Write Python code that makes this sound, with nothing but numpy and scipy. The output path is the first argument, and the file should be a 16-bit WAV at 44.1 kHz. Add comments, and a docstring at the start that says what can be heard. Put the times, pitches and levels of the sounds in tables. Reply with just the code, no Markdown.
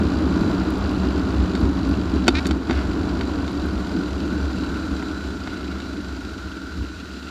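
"""A bicycle coasts down a cobbled street and slows, heard from a camera on its handlebar.
From the start the stones shake the fork and camera mount, the tyres roar, the hub whirrs, the freewheel
ticks and wind pushes on the microphone. Fittings jingle, grit pings and a parked vehicle throws sound back.
After two seconds, two bumps make loose parts clack, with a creak between them; then the chain chatters.
Later a second parked vehicle goes by and the chain chatters again, as the ticks slow and the roar fades."""
import sys
import numpy as np
from scipy import signal
from scipy.fft import rfft, irfft, next_fast_len
from scipy.io import wavfile
from scipy.ndimage import map_coordinates

SR = 44100
rng = np.random.default_rng(int(sys.argv[2]) if len(sys.argv) > 2 else 0)


def to_wav(sig):
    """Store sig (one row per channel, or 1-D mono) as 16-bit WAV at the path in sys.argv[1].

    Samples outside -1..1 are clipped; the rate is SR.
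    """
    pcm = np.clip(np.atleast_2d(sig), -1, 1) * 32767
    pcm = np.round(pcm).astype(np.int16)
    wavfile.write(sys.argv[1], SR, pcm.T)  # frames by channels


N = 322017
# Speed 1 means this many freewheel ticks a second. Each growth_db is added per doubling of the speed.
CRUISE_RATE = 50


def amp(db):
    """Turn decibels into a number to multiply by."""
    return 10 ** (np.asarray(db) / 20)


def unit(x):
    """Scale x to an average strength (rms) of 1."""
    return x / np.sqrt(np.mean(x ** 2) + 1e-20)


def curves(rows):
    """Turn rows that start with a time into one curve for each other column."""
    times, *columns = np.transpose(rows)
    return [np.interp(np.arange(N) / SR, times, column) for column in columns]


def wobble(rate):
    """A smooth random curve through rate points a second."""
    return map_coordinates(rng.standard_normal(int(N * rate / SR) + 4), [np.arange(N) * rate / SR])


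def hump(at_s, half_s, height):
    """A smooth rise and fall around the time at_s."""
    return height * np.exp(-((np.arange(N) / SR - at_s) / half_s) ** 2)


def filtered(x, response):
    """Multiply each frequency in x by response(hz)."""
    size = next_fast_len(len(x) + SR // 2)
    return irfft(rfft(x, size) * response(np.fft.rfftfreq(size, 1 / SR)), size)[:len(x)]


def softened(x, corner_hz, steepness):
    """Turn down the frequencies above corner_hz."""
    return filtered(x, lambda hz: 1 / (1 + (hz / corner_hz) ** steepness))


def coloured(x, points):
    """Shape the tone of x along (Hz, dB) points, at strength 1."""
    point_hz, db = np.transpose(points)
    return unit(filtered(x, lambda hz: amp(np.interp(np.log(hz + 1), np.log(point_hz), db))))


def resonate(x, modes):
    """Let x set off ringing tones, each given as (pitch in Hz, width in Hz, dB)."""
    def response(hz):
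        return sum((-1) ** k * amp(db) * 1j * hz * width / (pitch ** 2 - hz ** 2 + 1j * hz * width)
                   for k, (pitch, width, db) in enumerate(modes))
    return filtered(x, response)


def noise():
    """Fresh white noise."""
    return rng.standard_normal(N)


def jolts(rate):
    """Random pushes of random size, about rate a second."""
    return (rng.random(N) < rate / SR) * noise()


def steady(x, span_s):
    """Even out the swells in x that last longer than span_s."""
    window = signal.windows.hann(int(span_s * SR))
    power = signal.fftconvolve(x ** 2, window / window.sum(), "same")
    return x / np.sqrt(np.abs(power) + 1e-20)


def raised_stones(rise_s=0.056, fall_s=0.047):
    """Raised stones jolt the bicycle harder: two curves of extra dB, for the fork and the mount."""
    # Each row: time in seconds, change of the fork's thud in dB, change of the mount's drone in dB.
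    stones = [(.24, 3, 0.5), (.42, 1, 2.5), (.63, 5.5, -1.5), (.81, 10, -2.5), (1.07, 9, 2.5),
              (1.41, 10.5, 2), (1.65, 13, 3.5), (1.89, 8, 2.5), (2.16, 7, 3.5), (2.36, 9, 0),
              (2.52, 6, 2.5), (2.7, -5, -1), (2.76, 9, -1), (3.78, 5, 4), (3.98, -6, 5.5),
              (4.14, 4.5, -1.5), (4.34, 0, 4), (4.45, 7, 0), (4.57, 1.5, 1), (4.94, 5, 2), (5.68, 2, 3),
              (5.98, -7, 3), (6.15, 6, -2), (6.48, 5.5, 1), (6.82, 15.5, 4.5)]
    times, *lifts = np.transpose(stones)
    clock = np.arange(0, N, 100) / SR
    since = clock - times[:, None]
    swells = np.exp(-(since / np.where(since < 0, rise_s, fall_s)) ** 2)
    return curves(np.column_stack([clock, *(np.array(lifts) @ swells)]))


def fine_paving(drone, start_s=2.4, end_s=6.25, blend_s=0.2, low_db=-3, high_db=0.3):
    """A stretch of finer paving takes some bass out of the drone."""
    t = np.arange(N) / SR
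    share = (np.tanh((t - start_s) / blend_s) - np.tanh((t - end_s) / blend_s)) / 2
    low = softened(drone, corner_hz=230, steepness=10)
    return amp(low_db * share) * low + amp(high_db * share) * (drone - low)


def cobbles(speed, fork_db=-30, fork_growth_db=5.5, mount_db=-24, mount_growth_db=8.5, jolt_rate=2100):
    """The edges of the stones jolt both wheels; the fork thuds and the camera mount drones."""
    # How the fork and the mount ring. Each row: pitch in Hz, width in Hz, level in dB.
    fork_tones = [(67.5, 5.9, 21), (89, 66, -7)]
    mount_tones = [(187.4, 21.4, 1.5), (269.4, 21.3, 1), (309.2, 23.6, 0.5), (385.7, 61, -9.5),
                   (443, 41, -11.5)]
    fork_lift, mount_lift = raised_stones()
    thud_db = fork_db + fork_growth_db * np.log2(speed) + fork_lift + 2 * wobble(15)
    drone_db = mount_db + mount_growth_db * np.log2(speed) + mount_lift + 1.13 * wobble(12)
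    # The soft tyre rounds off every jolt.
    thud = softened(resonate(jolts(jolt_rate * speed), fork_tones), corner_hz=125, steepness=4)
    drone = softened(resonate(jolts(jolt_rate * speed), mount_tones), corner_hz=560, steepness=6)
    # Stiff parts hardly move below their own pitches.
    thud = steady(filtered(thud, lambda hz: hz ** 4 / (hz ** 4 + 48 ** 4)), span_s=0.12)
    drone = steady(filtered(drone, lambda hz: hz ** 8 / (hz ** 8 + 150 ** 8)), span_s=0.16)
    return amp(thud_db) * thud + amp(drone_db) * fine_paving(drone)


def tyres(speed, echo_db, roar_db=-34, roar_growth_db=9.5, ring_db=-42.5, hiss_db=-47):
    """Tread slaps the stone: a grainy roar, a narrow ring and a fine hiss, shaken by the uneven road."""
    # The tone of the roar and of the hiss. Each row: frequency in Hz, level in dB.
    roar_shape = [(90, -25), (130, -2), (400, 2), (520, -2), (640, 0.5), (820, -3.5), (1100, -2),
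                  (1600, -9.5), (2000, -17.5), (4000, -24), (9000, -65)]
    hiss_shape = [(900, -3.5), (1700, 4), (2600, -1.5), (3650, 0.5), (4650, 1.5), (5400, -3), (6500, -6.5),
                  (7250, -9.5), (8900, -17.5), (10000, -19), (12500, -20.5), (15500, -26)]
    # The ring that the tread sets off. Each row: pitch in Hz, width in Hz, level in dB.
    tread_tones = [(1378, 109, 1), (1502, 120, -0.5), (630, 24, -10.5)]
    doublings, road = np.log2(speed), wobble(45)
    fork_lift, _ = raised_stones()
    roar_level = roar_db + roar_growth_db * doublings + 0.05 * echo_db + 0.11 * fork_lift
    ring_level = ring_db - 0.1 * doublings + echo_db + 1.7 * wobble(11)
    hiss_level = hiss_db - 0.1 * doublings + 0.38 * echo_db
    roar = amp(roar_level + 0.5 * road) * steady(coloured(jolts(7500 * speed), roar_shape), span_s=0.17)
    ring = amp(ring_level + 0.5 * road) * steady(resonate(noise(), tread_tones), span_s=0.12)
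    hiss = amp(hiss_level + 0.7 * road + 0.52 * wobble(150)) * coloured(noise(), hiss_shape)
    return roar + ring + hiss


def bearings(speed, echo_db, level_db=-51, growth_db=1, flutter_db=1.5):
    """The rolling balls keep the hub ringing in a thin whirr."""
    # How the hub and frame ring. Each row: pitch in Hz, width in Hz, level in dB.
    hub_tones = [(2470, 110, -5.5), (3963, 88, 4), (4610, 250, -5.5), (5920, 90, -11), (6980, 59, -8),
                 (7370, 90, -8.5), (8160, 100, -14)]
    level = level_db + growth_db * np.log2(speed) + 0.85 * echo_db + flutter_db * wobble(30)
    return amp(level) * unit(resonate(noise(), hub_tones))


def freewheel(tick_rate, level_db=-46.5, growth_db=4, rise_s=0.0005, decay_s=0.0076, ping_db=-7):
    """Small steel catches drop into a toothed ring, tooth by tooth, each with a rasp and a ping."""
    # The tone of the rasp. Each row: frequency in Hz, level in dB.
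    rasp_shape = [(900, 3.5), (1800, -0.5), (2700, 4.5), (3600, 4.5), (4250, 2), (4700, -0.5), (5600, -5),
                  (6500, -8), (7300, -5.5), (8900, -30), (10000, -12.5), (14000, -56)]
    # How the catches ring. Each row: pitch in Hz, width in Hz, level in dB.
    ping_tones = [(4600, 180, -1), (4870, 146, -2.5)]
    dip_db = hump(at_s=2.585, half_s=0.05, height=12)  # the ticking sinks between the two bumps
    level = level_db + growth_db * np.log2(tick_rate / CRUISE_RATE) - dip_db
    t = np.arange(SR // 20) / SR
    stroke = (1 - np.exp(-t / rise_s)) * np.exp(-t / decay_s)
    teeth_passed = np.floor(np.cumsum(tick_rate) / SR)
    drops = np.diff(teeth_passed, prepend=0) * amp(1.4 * noise())
    strokes = steady(signal.fftconvolve(drops, stroke)[:N], span_s=0.47)
    ping = sum(resonate(drops * rng.uniform(-0.97, 1, N), [tone]) for tone in ping_tones)
    ping = unit(softened(ping, corner_hz=5800, steepness=8))
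    return amp(level) * (strokes * coloured(noise(), rasp_shape) + amp(ping_db) * ping)


def wind(speed, level_db=-30.5, growth_db=15, gust_db=2.5):
    """Swirling air pushes on the microphone and dies away quickly as the bicycle slows."""
    # The tone of the wind's rumble. Each row: frequency in Hz, level in dB.
    rumble_shape = [(10, -8), (25, 9), (45, 11), (80, 27), (110, 16), (160, 12.5), (300, -26), (900, -46)]
    level = level_db + growth_db * np.log2(speed) + gust_db * wobble(8.3)
    return amp(level) * steady(coloured(noise(), rumble_shape), span_s=0.28)


def jingle(speed, level_db=-55, growth_db=2, swell_db=3, touch_rate=130):
    """Small fittings touch at random, more loudly when a raised stone shakes the fork harder."""
    # How the fittings ring. Each row: pitch in Hz, width in Hz, level in dB.
    fitting_tones = [(2710, 200, 14), (3090, 220, -3.5), (1960, 270, -10), (4200, 400, 6.5)]
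    fork_lift, _ = raised_stones()
    level = level_db + growth_db * np.log2(speed) + 0.23 * fork_lift + swell_db * wobble(7.4)
    ring = resonate(jolts(touch_rate), fitting_tones)
    return amp(level) * unit(softened(ring, corner_hz=5500, steepness=8))


def grit(fade_s=0.0048):
    """Grains of sand flick against the camera, each with a very bright ping and a dry tap."""
    # Each row: time in seconds, peak level in dB.
    grains = [(.409, -40), (.7048, -28.5), (.783, -39), (.913, -41), (1.606, -39), (1.892, -40),
              (3.518, -40), (3.661, -39)]
    ping, tap = (11400, 1500, 0), (5500, 5000, -7)  # pitch in Hz, width in Hz, level in dB
    out, t = np.zeros(N + SR), np.arange(SR // 50) / SR
    for start, db in grains:
        burst = rng.standard_normal(len(t)) * amp(-60 * t / fade_s)
        tick = resonate(burst, [ping, tap])
        out[round(start * SR):][:len(t)] += amp(db) * tick / np.abs(tick).max()
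    return out[:N]


def knocks(ring_db=-9, crack_db=-13, mount_hz=250, case_hz=345, bounce_s=0.0065, bounce_loss_db=14):
    """Each blow cracks, rings the loose parts and thumps the mount and camera case, then bounces once."""
    # Each row: time in seconds, clack level in dB, thump level in dB, brightness in dB per octave.
    blows = [(1.552, -19.5, -38, 3), (2.2694, -21, -15, 2), (2.2806, 1, -28, 0.5), (2.2822, -2, -3, 1.5),
             (2.456, -16.5, -32, 1), (2.4683, -22, -38, 12), (2.5103, -14.5, -16, 1.5),
             (2.697, -17.5, -8.5, -6), (2.7094, -12.5, -13, -3), (3.21, -17, -38, -2),
             (3.387, -27, -41, -1), (3.479, -23, -38, 2.5), (5.0248, -24.5, -40, -3),
             (5.4741, -22, -42, -2), (5.802, -25, -42, 2)]
    # How the loose parts ring. Each row: pitch in Hz, level in dB, seconds to fade by 60 dB.
    clack_tones = [(743, -5, 0.039), (903, -5.5, 0.032), (1390, -1.5, 0.022), (1487, 3.5, 0.02),
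                   (1900, -3, 0.012), (2180, -3, 0.018), (2560, -14, 0.027), (3080, -8.5, 0.024),
                   (3650, -8, 0.034), (3720, -4.5, 0.016), (4543, -7.5, 0.033), (5500, -13, 0.019),
                   (7030, -11.5, 0.0089), (7830, -25, 0.017), (8150, -27, 0.013)]
    out, lead = np.zeros(N + SR), SR // 100
    t = np.maximum(np.arange(SR // 5) - lead, 0) / SR
    tone_hz, tone_db, fade_s = np.transpose(clack_tones)[:, :, None]
    thump = np.sin(2 * np.pi * mount_hz * t) + np.sin(2 * np.pi * case_hz * t)
    thump *= amp(-60 * t / 0.068) * (1 - np.exp(-t / 0.0022))
    bounces = [(start + bounce_s, clack_db - bounce_loss_db, thump_db - bounce_loss_db, brightness)
               for start, clack_db, thump_db, brightness in blows]
    for start, clack_db, thump_db, brightness in blows + bounces:
        # Every blow lands on a slightly different spot.
        strength = amp(tone_db + rng.standard_normal(tone_hz.shape)) * rng.choice([-1, 1], tone_hz.shape)
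        pitch = tone_hz * rng.uniform(0.98, 1.02, tone_hz.shape)
        ring = np.sum(strength * amp(-60 * t / fade_s) * np.sin(2 * np.pi * pitch * t), axis=0)
        hiss = unit(softened(rng.standard_normal(len(t)), corner_hz=4200, steepness=3.8))
        crack = hiss * amp(-60 * t / 0.03)
        clack = (amp(ring_db) * ring + amp(crack_db) * crack) * (1 - np.exp(-t / 0.00008))
        # Each blow has its own brightness, from a dull clack to a sharp click.
        clack = filtered(clack, lambda hz: amp(brightness * np.log2(np.clip(hz, 900, 12000) / 2500)))
        out[round(start * SR) - lead:][:len(t)] += amp(clack_db) * clack + amp(thump_db) * thump
    return out[:N]


def creak(start_s=2.335, end_s=2.402, pitch_hz=296, rise_hz=36, level_db=-27, rough_db=2.7, overtones=34):
    """A joint, strained by the bump, sticks and slips in a short buzz that swells and rises in pitch."""
    # The tone of the creaking part. 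Each row: frequency in Hz, level in dB.
    creak_shape = [(600, -8), (1200, -1), (1850, 5), (2150, 4), (2400, 11), (2750, -2), (3350, -5),
                   (3800, 6.5), (4150, 1), (4520, -2), (5000, -5), (5500, -8), (6200, -15), (7300, -19),
                   (12000, -45)]
    t = np.arange(N) / SR
    progress = np.clip((t - start_s) / (end_s - start_s), 0, 1)
    sliding = (progress > 0) & (progress < 1)
    slip_rate = (pitch_hz + rise_hz * progress ** 2) * (1 + 0.012 * wobble(400))
    slips = np.cumsum(slip_rate[sliding]) / SR
    # The tubing smears each slip, so the overtones fall out of step.
    cycles = np.arange(1, overtones + 1)[:, None] * slips + rng.random((overtones, 1))
    buzz = np.zeros(N)
    buzz[sliding] = np.sin(2 * np.pi * cycles).sum(0)
    buzz = coloured(buzz, creak_shape)
    swell = np.clip((t - start_s) / 0.021, 0, 1) ** 2 * np.clip((end_s - t) / 0.0092, 0, 1)
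    return amp(level_db + rough_db * wobble(280)) * swell * buzz / buzz[sliding].std()


def chain_rattle(contact_rate=500):
    """After the second bump, and again later, the chain chatters in a flurry of tiny hits."""
    # Each row: start in seconds, length in seconds, level in dB.
    rattles = [(2.67, 0.18, -37), (5.398, 0.5, -46)]
    t = np.arange(N) / SR
    swell = sum(amp(db) * np.sqrt(np.abs(np.sin(np.pi * np.clip((t - start) / length, 0, 1))))
                for start, length, db in rattles)
    chatter = signal.fftconvolve(jolts(contact_rate), rng.standard_normal(SR // 300))[:N]
    return swell * unit(softened(chatter, corner_hz=3800, steepness=4))


def scene():
    """Add up the sounds; the wheel speed sets the pace of ticks and jolts and most rolling levels."""
    # The wheel speed. Each row: time in seconds, freewheel ticks per second.
    tick_rates = [(0, 59), (.95, 57.3), (1.4, 52.6), (2.1, 48), (3.1, 50.5), (3.5, 45.5), (4.7, 37.5),
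                  (5.4, 29.6), (5.8, 28), (6.85, 17.6), (7.3, 17.5)]
    # Parked vehicles throw the tyre and hub sound back.
    # Each row: time alongside in seconds, half the length of the pass in seconds, boost in dB.
    parked_vehicles = [(.42, 0.16, 3), (4.75, 0.8, 3.5)]
    tick_rate, = curves(tick_rates)
    speed = tick_rate / CRUISE_RATE
    echo_db = sum(hump(*vehicle) for vehicle in parked_vehicles)
    rolling = cobbles(speed) + tyres(speed, echo_db) + bearings(speed, echo_db)
    rolling *= amp(-hump(at_s=2.615, half_s=0.05, height=3.5))  # a brief dip between the two bumps
    coasting = rolling + freewheel(tick_rate) + wind(speed) + jingle(speed)
    return (coasting + grit() + knocks() + creak() + chain_rattle())[None]


def record(dry, top_hz=15300):
    """The camera rounds off the highest peaks and keeps nothing above top_hz."""
    rounded = dry[0] / (1 + dry[0] ** 8) ** (1 / 8)
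    return filtered(rounded, lambda hz: hz < top_hz)[None]


dry = scene()
out = record(dry)
to_wav(out)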